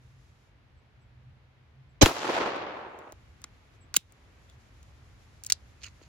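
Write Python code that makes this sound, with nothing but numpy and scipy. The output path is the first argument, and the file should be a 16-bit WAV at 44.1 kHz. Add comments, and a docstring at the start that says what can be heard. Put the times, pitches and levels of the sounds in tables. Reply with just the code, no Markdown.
"""Pistol shot, woodland echo, revolver handling

One pistol shot outdoors, heard from just behind the gun: shaped noise, chirps and pressure waves, rounded off
by overloaded microphones. The bullet slaps a car door (chirp, struck modes, rattle) and a wooded slope scatters
a long echo (filtered noise). The echo stops short and a revolver is handled: noise bursts ring its modes as
parts click and snap shut, and grainy noise makes the scuffs. Under it lie cloth rustle, faint high peeps,
rumble, air hiss and a distant hum."""
import sys
import numpy as np
from scipy import signal
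from scipy.fft import rfft, irfft, next_fast_len
from scipy.io import wavfile
from scipy.ndimage import map_coordinates

SR = 44100
rng = np.random.default_rng(int(sys.argv[2]) if len(sys.argv) > 2 else 0)


def to_wav(sig):
    """Store sig (one row per channel, or 1-D mono) as 16-bit WAV at the path in sys.argv[1].

    Samples outside -1..1 are clipped; the rate is SR.
    """
    pcm = np.clip(np.atleast_2d(sig), -1, 1) * 32767
    pcm = np.round(pcm).astype(np.int16)
    wavfile.write(sys.argv[1], SR, pcm.T)  # frames by channels


N = 268113
T = np.arange(N) / SR
SHORT = T[:16384]  # time axis of a single event

SHOT_S, DOOR_S, CYLINDER_SHUT_S = 2.012, 2.0592, 3.967
# the echo and hum stop here, and the rumble and air step to their second level
BREAK_S = 3.132

# Spectra list f/Hz, level/dB per Hz, relative within each table.
# distant rumble
RUMBLE_TONE = [(20, -31), (32, -18), (42, -2), (70, 4.5), (125, -1), (160, -13), (250, -21), (600, -50.5),
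               (3000, -85.5)]
# soft air hiss
AIR_TONE = [(60, -11.5), (200, 2.5), (400, -2), (1000, -4.5), (2200, -6.5), (4000, -15), (7000, -26.5),
            (9000, -37), (11000, -30.5), (16000, -46)]
# narrow band around the hum
DRONE_TONE = [(60, -43.5), (105, -18.5), (120, -2.5), (128, 0), (136, -7), (155, -20), (240, -52.5), (800, -89)]
# cloth and skin
RUSTLE_TONE = [(500, -11.5), (2000, -5.5), (4000, 1.5), (7000, 1.5), (9000, -12.5), (11000, -4),
               (16000, -30)]
# steel and skin scuffing
SCUFF_TONE = [(300, -29), (1000, -19), (1450, -2), (1900, -4), (2300, 2), (2750, 6), (3550, -11.5),
              (4350, 6.5), (5000, -1), (5900, -8.5), (6550, 5.5), (7300, -8), (8500, -20.5), (16000, -30.5)]
# skin part of a dull knock
SKIN_TONE = [(200, -2), (600, -10), (1100, 1), (2000, -4), (3200, -12), (6000, -34)]
# broad colour of a contact in the revolver
CONTACT_TONE = [(150, -28), (700, -15), (1000, -4.5), (1420, 1.5), (1800, -7), (2700, -3), (3850, -2.5),
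                (4800, -1), (5500, 1.5), (7000, 6.5), (7750, 7), (8600, 2.5), (9500, -5), (10600, 5.5),
                (12200, -3.5), (13300, -10), (14500, 3), (15500, 1.5)]
# faint tail the ground returns after a contact
GROUND_TONE = [(500, -8), (1500, -6.5), (4000, 3.5), (7000, -3.5), (10000, -9.5), (16000, -16)]
# echo, before the path length recolours it
ECHO_TONE = [(40, -32.5), (100, -13.5), (200, -14), (355, -4.5), (620, -3.5), (850, -2.5), (1150, -4.5),
             (1460, -8.5), (2700, -13.3), (4340, -19.2), (7000, -29.3), (9000, -45), (11000, -44.5),
             (15500, -64)]
# distinct answers within the echo, before dulling
SLAP_TONE = [(80, -24.5), (190, 3), (330, 11.5), (750, 14), (1200, 14), (16000, -1.5)]
# first tick of the bullet on sheet steel
TICK_TONE = [(800, -11), (2000, -1), (4300, 0), (5500, -12.5), (7000, -7), (9000, -17.5), (16000, -23)]
# rattle of the door
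RATTLE_TONE = [(60, -3), (300, -.5), (700, -1), (2000, -5.5), (4200, -12), (7000, -16), (9000, -27),
               (11000, -17.5), (16000, -33)]
# muzzle crack, before its resonances
CRACK_TONE = [(40, -10.5), (150, -10.5), (300, -2.5), (430, 1.5), (650, 4), (1000, -3), (1500, -16),
              (3000, -13.5), (4400, -14.5), (5900, -14.5), (7500, -16), (8700, -35.5), (16000, -42.5)]
# snap after the crack
SNAP_TONE = [(300, 0), (700, 6.5), (1500, -3), (4000, -4.5), (7000, 0), (9000, -13.5), (10500, 6),
             (13000, -9), (15500, -6.5)]
# gas and ground wash after the crack
WASH_TONE = [(30, -2), (90, -1), (170, -9), (300, -2), (700, -3.5), (1400, -8.5), (3000, -13),
             (6500, -15.5), (9000, -28), (11000, -22.5), (16000, -30)]
# bright spray off nearby gravel and leaves
SPRAY_TONE = [(300, -11), (1000, -.5), (4000, -6.5), (7000, -7), (9000, -13.5), (11000, -11.5), (16000, -16.5)]
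# gravel and leaves stirred by the blast
STIR_TONE = [(400, -12.5), (1500, 0), (4000, -3), (8000, -15), (16000, -26.5)]

# stereo tilt of the crack: f/Hz, left minus right level/dB
CRACK_PAN = [(100, 8.5), (380, 6.5), (900, 3.5), (1400, 0), (2400, -10), (4400, -7.5), (8000, -3.5)]
# resonances of the crack: f/Hz, nominal width/Hz, level above the valleys/dB
CRACK_PEAKS = [(1970, 90, 10), (2350, 190, 10.5), (3090, 80, 14.5), (3400, 80, 11.5), (4030, 130, 16.5),
               (4950, 100, 11.5), (5400, 90, 9.5), (5800, 98, 16), (6310, 240, 14), (6650, 200, 12),
               (7600, 200, 10)]
# struck modes of the door's steel skin: f/Hz, level/dB, t60/s
DOOR_MODES = [(385, -5.5, 0.1), (640, -2, 0.066), (1340, -3.5, 0.063), (2090, -2.5, 0.03), (3300, -8, .04),
              (3920, -2, .04), (4330, -4, 0.046), (6530, -10.5, .04), (6740, -7.5, .045)]
# struck modes of the revolver, damped by the hand: f/Hz, level/dB, t60/s
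GUN_MODES = [(1440, 4, 0.016), (2100, -9, .025), (2675, -4.5, 0.019), (3160, -2, 0.02), (3880, -1, 0.022),
             (4740, 4, 0.0083), (4620, -4.5, 0.022), (6020, 3.5, 0.019), (7130, -6, 0.027),
             (8240, 1.5, 0.017), (10620, -6, 0.014), (15250, -1.5, 0.0073)]
# faint ring of the cylinder once shut: f/Hz, level/dB, t60/s
CYLINDER_MODES = [(2616, -54.5, .078), (3730, -55.5, .22), (6710, -45, .05), (7138, -50, .055)]
# banks and stands of trunks that answer distinctly: t/s, length/s, level/dB, dull above f/Hz
SLAPS = [(2.079, 0.013, -29, 990), (2.106, 0.0075, -30.5, 1200), (2.1636, .002, -31.5, 2200),
         (2.224, 0.0074, -35.5, 600), (2.243, .012, -30, 1120), (2.266, .01, -33, 1500),
         (2.287, .012, -26, 520), (2.333, 0.021, -35, 1500), (2.364, 0.021, -28.5, 1390),
         (2.401, .016, -28, 615), (2.429, 0.0075, -33, 1000), (2.458, 0.013, -28.5, 603),
         (2.481, .008, -34.5, 1100), (2.557, 0.0069, -32, 790)]
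# metal contacts in the gun: t/s, level/dB, centre f/Hz, spread/octaves, left minus right level/dB
CLICKS = [ (2.989, -55, 6950, 1.1, 4), (3.122, -45, 7000, 1.2, -1), (3.4175, -52.5, 4500, 2.2, 1),
          (3.4407, -35.5, 5030, 0.66, -1), (3.4412, -42, 1430, 0.68, 2), (3.9412, -27, 3300, 1.1, -3.5),
          (3.945, -33.5, 1390, 1.06, -1), (3.9505, -41, 13050, 1.2, 6), (3.9641, -13.5, 10500, .8, -5),
          (3.9646, -20, 2840, 0.31, -4), (3.967, -17, 6330, 0.43, -3), (3.9669, -14.5, 11000, 2.4, 9),
          (3.9684, -21, 3000, 2, 0), (4.122, -56, 9040, 0.78, 6.5), (4.498, -59, 4000, 1.1, 7),
          (4.829, -56.5, 4800, 1.0, 2.5), (5.4368, -38.5, 6800, 0.87, -5), (5.4478, -46.5, 4500, 1.1, 14),
          (5.462, -44, 10030, .7, -12), (5.465, -31, 6500, 0.53, 3), (5.4735, -50, 7970, 1.13, 1),
          (5.4997, -26, 8300, 0.67, 4.5), (5.5006, -25, 3380, 0.7, 2), (5.5002, -39, 1600, 0.5, 0),
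          (5.503, -29, 6000, 0.57, 4), (5.5078, -39, 3700, 0.9, -6), (5.522, -13.5, 4680, 0.43, 2.5),
          (5.5217, -19, 8660, 0.21, 3.5), (5.522, -27, 6500, 1.6, -4), (5.5221, -32, 1900, 0.8, -1),
          (5.5248, -24, 7500, 0.56, 4), (5.5298, -35, 4700, 0.4, -4), (5.5322, -43, 6400, 0.35, -1),
          (5.817, -56, 3400, 0.56, -1), (5.833, -45, 4560, 0.45, 2), (5.8365, -41.5, 3700, .55, 1),
          (5.8423, -39.5, 2680, 0.13, -1), (5.843, -43, 6300, 0.25, 1), (5.8565, -59, 1450, 0.32, -1),
          (5.8753, -50, 1620, 0.64, -8)]
# tinkles of a loose steel part: t/s, level/dB
TINKLES = [(4.492, -55.5), (4.499, -54), (4.511, -56)]
# dull knocks of the gun in the hand: t/s, level/dB, t60/s
THUMPS = [(3.441, -56.5, 0.071), (3.965, -36.5, 0.057), (5.521, -57.5, 0.033), (6.013, -51, .025)]
# sliding parts and the hand on the grip: start t/s, time to full pressure/s, level/dB, t60/s
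SCUFFS = [(3.94, 0.024, -39.5, 0.028), (5.436, 0.012, -56.5, 0.17), (5.485, 0.03, -48.5, .09),
          (5.806, 0.02, -56.5, 0.096), (5.829, 0.01, -45.5, 0.14), (5.852, 0.019, -58, 0.047),
          (6.012, 0.016, -60, 0.16)]
# moving sleeves and hands: start t/s, length/s, level/dB
RUSTLES = [(0, 0.5, -75.5), (2.701, 1.08, -75.5), (3.95, 0.5, -76), (4.429, 0.8, -72.5), (5.206, 1.08, -72)]
# faint high peeps: t/s, level/dB
PEEPS = [(.765, -83), (1.005, -81), (1.885, -82), (3.803, -65.5)]
# swells of the hum: loudest at t/s, half width/s, level/dB
DRONE_SWELLS = [(.05, 0.17, -63.5), (1.23, 0.15, -55.5), (1.88, 0.099, -55)]
# the background sinks for a while: start t/s, length for the air/s, length for the rumble/s, depth/dB
SINKS = [(2.019, 1.1, 1.085, 7), (3.985, .11, 0.26, 5.5)]

# background levels before and after BREAK_S
RUMBLE_DB, AIR_DB = (-59, -56.5), (-66.5, -63)
SINK_FADE_S, RUSTLE_FADE_S = .03, .049
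DRONE_REST_DB, PEEP_HZ = -71.5, 7700
# a scuff is a dense run of slips of somewhat unequal size
SLIPS_PER_S, SLIP_SCATTER_DB, SLIP_T60_S = 1500, 3, .005
# every contact dies fast; a much weaker second tap is added just after it
CLICK_T60_S, SECOND_TAP_S, SECOND_TAP_DB, KNOCK_DB = .005, .0028, -16.5, -39
TREBLE_SPREAD = 1.05  # a contact's spread above its centre, relative to below
TINKLE_HZ, TINKLE_T60_S = 3470, .017
RIGHT_LAG_S = .000056  # the right channel hears the gun's sounds slightly later than the left
# the slope's echo builds up as the blast reaches more trunks, peaks, then dies away
ECHO_DB, ECHO_PEAK_S, ECHO_BUILD_DB_PER_S, ECHO_T60_S = -29, 2.361, 50.5, 2.465
ECHO_GRAIN_DB = 1.9
# the nearer bank answers first: level at the shot, and decay
BANK_DB, BANK_T60_S = -25.5, .34
CRACK_RISE_S = .005
TOP_HZ = 16200


def undb(db):
    """Decibels to gain."""
    return 10 ** (np.asarray(db) / 20)


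def unit(x):
    """Scale to rms 1."""
    return x / np.sqrt(np.mean(x ** 2))


def bins(size):
    """Frequencies of a spectrum, kept off zero for the logarithm."""
    return np.maximum(np.fft.rfftfreq(size, 1 / SR), 1)


def tone(points, f):
    """A spectrum in dB, read on a log-frequency axis."""
    hz, db = np.transpose(points)
    return np.interp(np.log(f), np.log(hz), db)


def colour(x, db):
    """Causal filter with a gain in dB per bin, by folding the cepstrum."""
    size = x.shape[-1]
    fold = 1 + np.sign(size / 2 - np.arange(size))
    fold[0] = 1
    cepstrum = irfft(np.log(undb(db)), size)
    response = np.exp(rfft(cepstrum * fold))
    return irfft(rfft(x) * response, size)


def noise(points, size, apart_hz):
    """Stereo noise of a given spectrum: alike in both channels below apart_hz, unrelated above."""
    length = next_fast_len(size, True)
    f = bins(length)
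    mid, side = np.exp(2j * np.pi * rng.random((2, len(f))))
    alike = 1 / (1 + (f / apart_hz) ** 2)
    pair = mid * np.sqrt(1 + alike) + side * np.sqrt(1 - alike) * np.array([[1], [-1]])
    return unit(irfft(pair * undb(tone(points, f)), length)[:, :size])


def walk(rate):
    """Smooth random drift with a spread near 1, changing rate times a second."""
    return 1.2 * np.interp(T * rate, np.arange(8192), rng.standard_normal(8192))


def swell(rise, hold, t60):
    """An envelope that rises, holds and dies away."""
    return np.minimum(SHORT / rise, 1) * undb(-60 * np.maximum(SHORT - rise - hold, 0) / t60)


def gate(start, length, fade):
    """1 during a stretch of time, with a soft edge on either side."""
    return np.clip(np.minimum(T - start, start + length - T) / fade + .5, 0, 1)


def ring(hz, t60):
    """One struck mode: a sine that dies away exponentially."""
    return np.sin(2 * np.pi * hz * SHORT) * np.exp(-np.log(1000) * SHORT / t60)


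def ring_modes(modes):
    """All modes of a struck body together."""
    return sum(undb(db) * ring(hz, t60) for hz, db, t60 in modes)


def chirp(from_hz, to_hz, glide):
    """A tone that falls quickly from one pitch towards another."""
    hz = to_hz + (from_hz - to_hz) * np.exp(-SHORT / glide)
    return np.sin(2 * np.pi * np.cumsum(hz) / SR)


def pressure(push, round_hz):
    """Blast wave: a brief push, then a longer suction, with a rounded front."""
    wave = (1 - SHORT / push) * np.exp(-SHORT / push)
    wave = signal.sosfilt(signal.butter(2, round_hz, fs=SR, output="sos"), wave)
    return wave / wave.max()


def even(x):
    """Smooth the chance bumps out of a short burst's spectrum; its phase and energy stay."""
    spectrum = rfft(x)
    size = np.abs(spectrum)
    y = irfft(spectrum / (size + .25 * size.mean()), x.shape[-1])
    return y * np.sqrt(np.sum(x ** 2) / np.sum(y ** 2))


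def resonances(peaks, f):
    """Gain in dB of a set of resonances standing above a flat valley."""
    power = 1
    for hz, width, db in peaks:
        power = power + undb(db) ** 2 / (1 + ((f - hz) / (.7 * width)) ** 2) ** 2
    return 10 * np.log10(power)


def pan(db):
    """Gains of the two channels for a left minus right level."""
    return undb(np.array([[1], [-1]]) * db / 2)


def add(out, s, x):
    """Mix a sound in at time s."""
    i = int(s * SR)
    out[:, i:i + x.shape[-1]] += x[..., :N - i]


def outdoors():
    """A wavering distant rumble and soft air hiss, both shaped noise; their levels sink for a while."""
    rumble = noise(RUMBLE_TONE, N, apart_hz=278.9)
    rumble = rumble * undb(np.where(T < BREAK_S, *RUMBLE_DB) + 1.4 * walk(rate=13))
    air = noise(AIR_TONE, N, apart_hz=430) * undb(np.where(T < BREAK_S, *AIR_DB))
    for s, air_s, rumble_s, db in SINKS:
        air = air * undb(-db * gate(s, air_s, SINK_FADE_S))
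        rumble = rumble * undb(-db * gate(s, rumble_s, SINK_FADE_S))
    return rumble + air


def drone():
    """A far-off hum that comes and goes: a wavering tone in a narrow band of rumble."""
    band = noise(DRONE_TONE, N, apart_hz=500)
    hum_hz = 128 + 1.5 * walk(rate=12)
    hum = np.sin(2 * np.pi * np.cumsum(hum_hz) / SR)
    swells = sum(undb(db) * np.exp(-.5 * ((T - s) / width) ** 2) for s, width, db in DRONE_SWELLS)
    return (.64 * band + hum) * (undb(DRONE_REST_DB) + swells) * (T < BREAK_S)


def peep():
    """Faint, very high peeps, likely a small bird: a sine glides down and wavers in pitch."""
    out = np.zeros((2, N))
    for s, db in PEEPS:
        hz = PEEP_HZ + 400 * np.exp(-SHORT / .01) + 130 * walk(rate=450)[:len(SHORT)]
        whistle = np.sin(2 * np.pi * np.cumsum(hz) / SR)
        add(out, s, undb(db) * whistle * swell(rise=.015, hold=.011, t60=.09))
    return out


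def rustle():
    """Cloth and skin brush softly and unevenly while the hands move: noise of drifting level."""
    moving = sum(undb(db) * gate(s, length, RUSTLE_FADE_S) for s, length, db in RUSTLES)
    return noise(RUSTLE_TONE, N, apart_hz=1500) * moving * undb(1.3 * walk(rate=28))


def scuff():
    """Steel and skin stick and slip on the gun: pressure builds, then lets go."""
    press = np.zeros((1, N))
    for s, rise, db, t60 in SCUFFS:
        add(press, s, undb(db) * swell(rise=rise, hold=.003, t60=t60))
    slips = (rng.random(N) < SLIPS_PER_S / SR) * undb(SLIP_SCATTER_DB * rng.standard_normal(N))
    slips = signal.fftconvolve(slips, swell(rise=.00019, hold=0, t60=SLIP_T60_S))[:N]
    return unit(noise(SCUFF_TONE, N, apart_hz=2960) * slips) * press * pan(-5.5)


def thumps():
    """Dull knocks of the gun against the hand: a tone falls quickly in pitch under a puff of noise."""
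    out = np.zeros((2, N))
    for s, db, t60 in THUMPS:
        knock = chirp(from_hz=940, to_hz=115, glide=.0052) * swell(rise=.0047, hold=.0017, t60=t60)
        skin = noise(SKIN_TONE, len(SHORT), apart_hz=3000) * swell(rise=.001, hold=.0012, t60=.015)
        add(out, s, undb(db) * (knock + undb(-4) * skin))
    return out


def handling():
    """Each contact is a short burst and a weak second tap with the gun's modes and a faint ground tail."""
    out, size = np.zeros((2, N)), len(SHORT)
    f = bins(size)
    rings = np.array([undb(db) * ring(hz, t60) for hz, db, t60 in GUN_MODES])
    knock = ring(hz=330, t60=.0049) + .31 * ring(hz=215, t60=.038) + .5 * ring(hz=542, t60=.018)
    tap = swell(rise=.00039, hold=.00049, t60=CLICK_T60_S)
    taps = tap + undb(SECOND_TAP_DB) * np.interp(SHORT - SECOND_TAP_S, SHORT, tap)
    for s, db, hz, spread, pan_db in CLICKS:
        octaves = np.log2(f / hz) / np.where(f > hz, TREBLE_SPREAD, 1)
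        contact_db = -np.minimum(4.35 * (octaves / spread) ** 2, 45)
        burst = even(rng.standard_normal(size) * taps) * (SHORT < .02)
        burst = colour(burst, tone(CONTACT_TONE, f))
        # every contact meets the modes at another spot
        modes = rng.uniform(.6, 1.4, (2, len(rings))) * rng.choice([-1, 1], len(rings))
        tail = noise(GROUND_TONE, size, apart_hz=1000) * swell(rise=.0045, hold=.0036, t60=.14)
        click = colour(burst + undb(-19.5) * modes @ rings + undb(-45) * tail, contact_db)
        # level the click's energy, as if spread over 3 ms
        click /= np.sqrt(np.sum(click ** 2) / (2 * .003 * SR))
        add(out, s, undb(db) * pan(pan_db) * (click + undb(KNOCK_DB) * knock))
    # the cylinder's snap leaves a thin steel ring
    add(out, CYLINDER_SHUT_S, ring_modes(CYLINDER_MODES))
    for s, db in TINKLES:
        add(out, s, undb(db) * ring(TINKLE_HZ, TINKLE_T60_S))
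    late_right = map_coordinates(out[1], [(T - RIGHT_LAG_S) * SR], order=5)
    return np.array([out[0], late_right])


def echo_level():
    """The near bank's quick decay, plus the slope's slow bloom and fall."""
    late = T - ECHO_PEAK_S
    slope = undb(ECHO_DB + np.minimum(ECHO_BUILD_DB_PER_S * late, -60 * late / ECHO_T60_S))
    bank = undb(BANK_DB) * np.exp(-np.log(1000) * np.maximum(T - SHOT_S, 0) / BANK_T60_S)
    return np.hypot(slope, bank)


def woods():
    """Countless trunks scatter the shot as noise; the longer the path, the more treble the air takes."""
    scatter = noise(ECHO_TONE, N, apart_hz=686) * undb(ECHO_GRAIN_DB * walk(rate=400))
    f, s, frames = signal.stft(scatter, SR, nperseg=512)
    path = np.clip(s - 2.4, -.4, .8)  # travel time in s, relative to about the echo's peak
    loss_db = 8.1 * (f[:, None] / 2000) ** 1.49 * path
    thin_db = 8 * np.maximum(path, 0) / (1 + (f[:, None] / 190) ** 4)  # far trunks return little bass
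    frames = frames * undb(-np.maximum(loss_db, -11) - thin_db)
    scatter = signal.istft(frames, SR, nperseg=512)[1][:, :N]
    out = scatter * echo_level() * np.clip((T - DOOR_S) / .013, 0, 1)
    f = bins(len(SHORT))
    for s, length, db, dull_hz in SLAPS:
        slap = noise(SLAP_TONE, len(SHORT), apart_hz=900)
        slap = unit(colour(slap, -10 * np.log10(1 + (f / dull_hz) ** 3)))
        add(out, s, undb(db) * slap * swell(rise=.003, hold=length, t60=.035))
    return out * np.clip((BREAK_S - T) / .0023, 0, 1)


def door():
    """The bullet hits sheet steel: a tick, bending waves treble first, then the panel rings and rattles."""
    out, size = np.zeros((2, N)), len(SHORT)
    slap = chirp(from_hz=3900, to_hz=260, glide=.0019) * swell(rise=.000082, hold=.0071, t60=.017)
    tick = noise(TICK_TONE, size, apart_hz=5000) * swell(rise=.0003, hold=.0013, t60=.0065)
    panel = ring_modes(DOOR_MODES)
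    rattle = noise(RATTLE_TONE, size, apart_hz=2533) * swell(rise=.0011, hold=.001, t60=.12)
    add(out, DOOR_S, undb(-15.5) * slap + undb(-16.5) * tick)
    add(out, DOOR_S, undb(-22.5) * panel + undb(-20.5) * rattle)
    return out


def shot():
    """Crack, snap, pressure wave and the wash of gas and ground reflections."""
    out, size = np.zeros((2, N)), len(SHORT)
    f = bins(size)
    burst = rng.standard_normal((2, size)) * swell(rise=CRACK_RISE_S, hold=.0058, t60=.042)
    burst = even(burst) * (SHORT < .1)
    tilt_db = np.array([[1], [-1]]) * tone(CRACK_PAN, f) / 2
    crack = colour(burst, tone(CRACK_TONE, f) + resonances(CRACK_PEAKS, f) + tilt_db)
    crack *= np.sqrt(np.mean(burst ** 2) / np.mean(crack ** 2))
    add(out, SHOT_S, undb(-9.5) * crack)
    # a hollow low ring, strongest and earliest in phase on the left
    hollow = np.sin(2 * np.pi * 283 * (SHORT - np.array([[0], [.0008]])))
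    add(out, 2.0152, undb(-12) * pan(11) * hollow * swell(rise=.0075, hold=.011, t60=.02))
    snap = noise(SNAP_TONE, size, apart_hz=3000) * swell(rise=.00039, hold=.00081, t60=.0044)
    add(out, 2.0253, undb(-9) * snap)
    # the snap drops into a low thud, mostly on the right
    thud = chirp(from_hz=2300, to_hz=380, glide=.0011) * swell(rise=.0015, hold=.0024, t60=.008)
    add(out, 2.026, undb(-11.5) * pan(-7) * thud)
    # the slow part of the blast: a push, a bass rebound, a low ring and a long suction
    add(out, 2.0318, undb(-4.5) * pressure(push=.003, round_hz=900))
    add(out, 2.0365, -undb(-14) * pressure(push=.004, round_hz=216))
    add(out, 2.0312, undb(-6) * ring(hz=100, t60=.04))
    add(out, 2.038, -undb(-20) * np.sin(np.pi * np.minimum(SHORT / .023, 1)))
    wash = noise(WASH_TONE, size, apart_hz=250) * swell(rise=.0012, hold=.004, t60=.096)
    add(out, 2.026, undb(-14.5) * wash)
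    spray = noise(SPRAY_TONE, size, apart_hz=2000) * swell(rise=.016, hold=.016, t60=.29)
    stir = noise(STIR_TONE, size, apart_hz=2000) * swell(rise=.0057, hold=.006, t60=.03)
    add(out, 2.046, undb(-28.5) * stir)
    add(out, 2.04, undb(-35) * spray * undb(2.3 * walk(rate=480)[:size]))
    return out


def scene():
    """All sources, left and right."""
    blast = shot() + door() + woods()
    gun_in_hand = handling() + thumps() + scuff() + rustle()
    background = peep() + drone() + outdoors()
    return blast + gun_in_hand + background


def record(dry):
    """The microphones round off the blast; the top is cut above TOP_HZ."""
    rounded = dry / (1 + (dry / .87) ** 4) ** .25
    return signal.sosfilt(signal.ellip(8, .2, 70, TOP_HZ, fs=SR, output="sos"), rounded)


dry = scene()
out = record(dry)
to_wav(out)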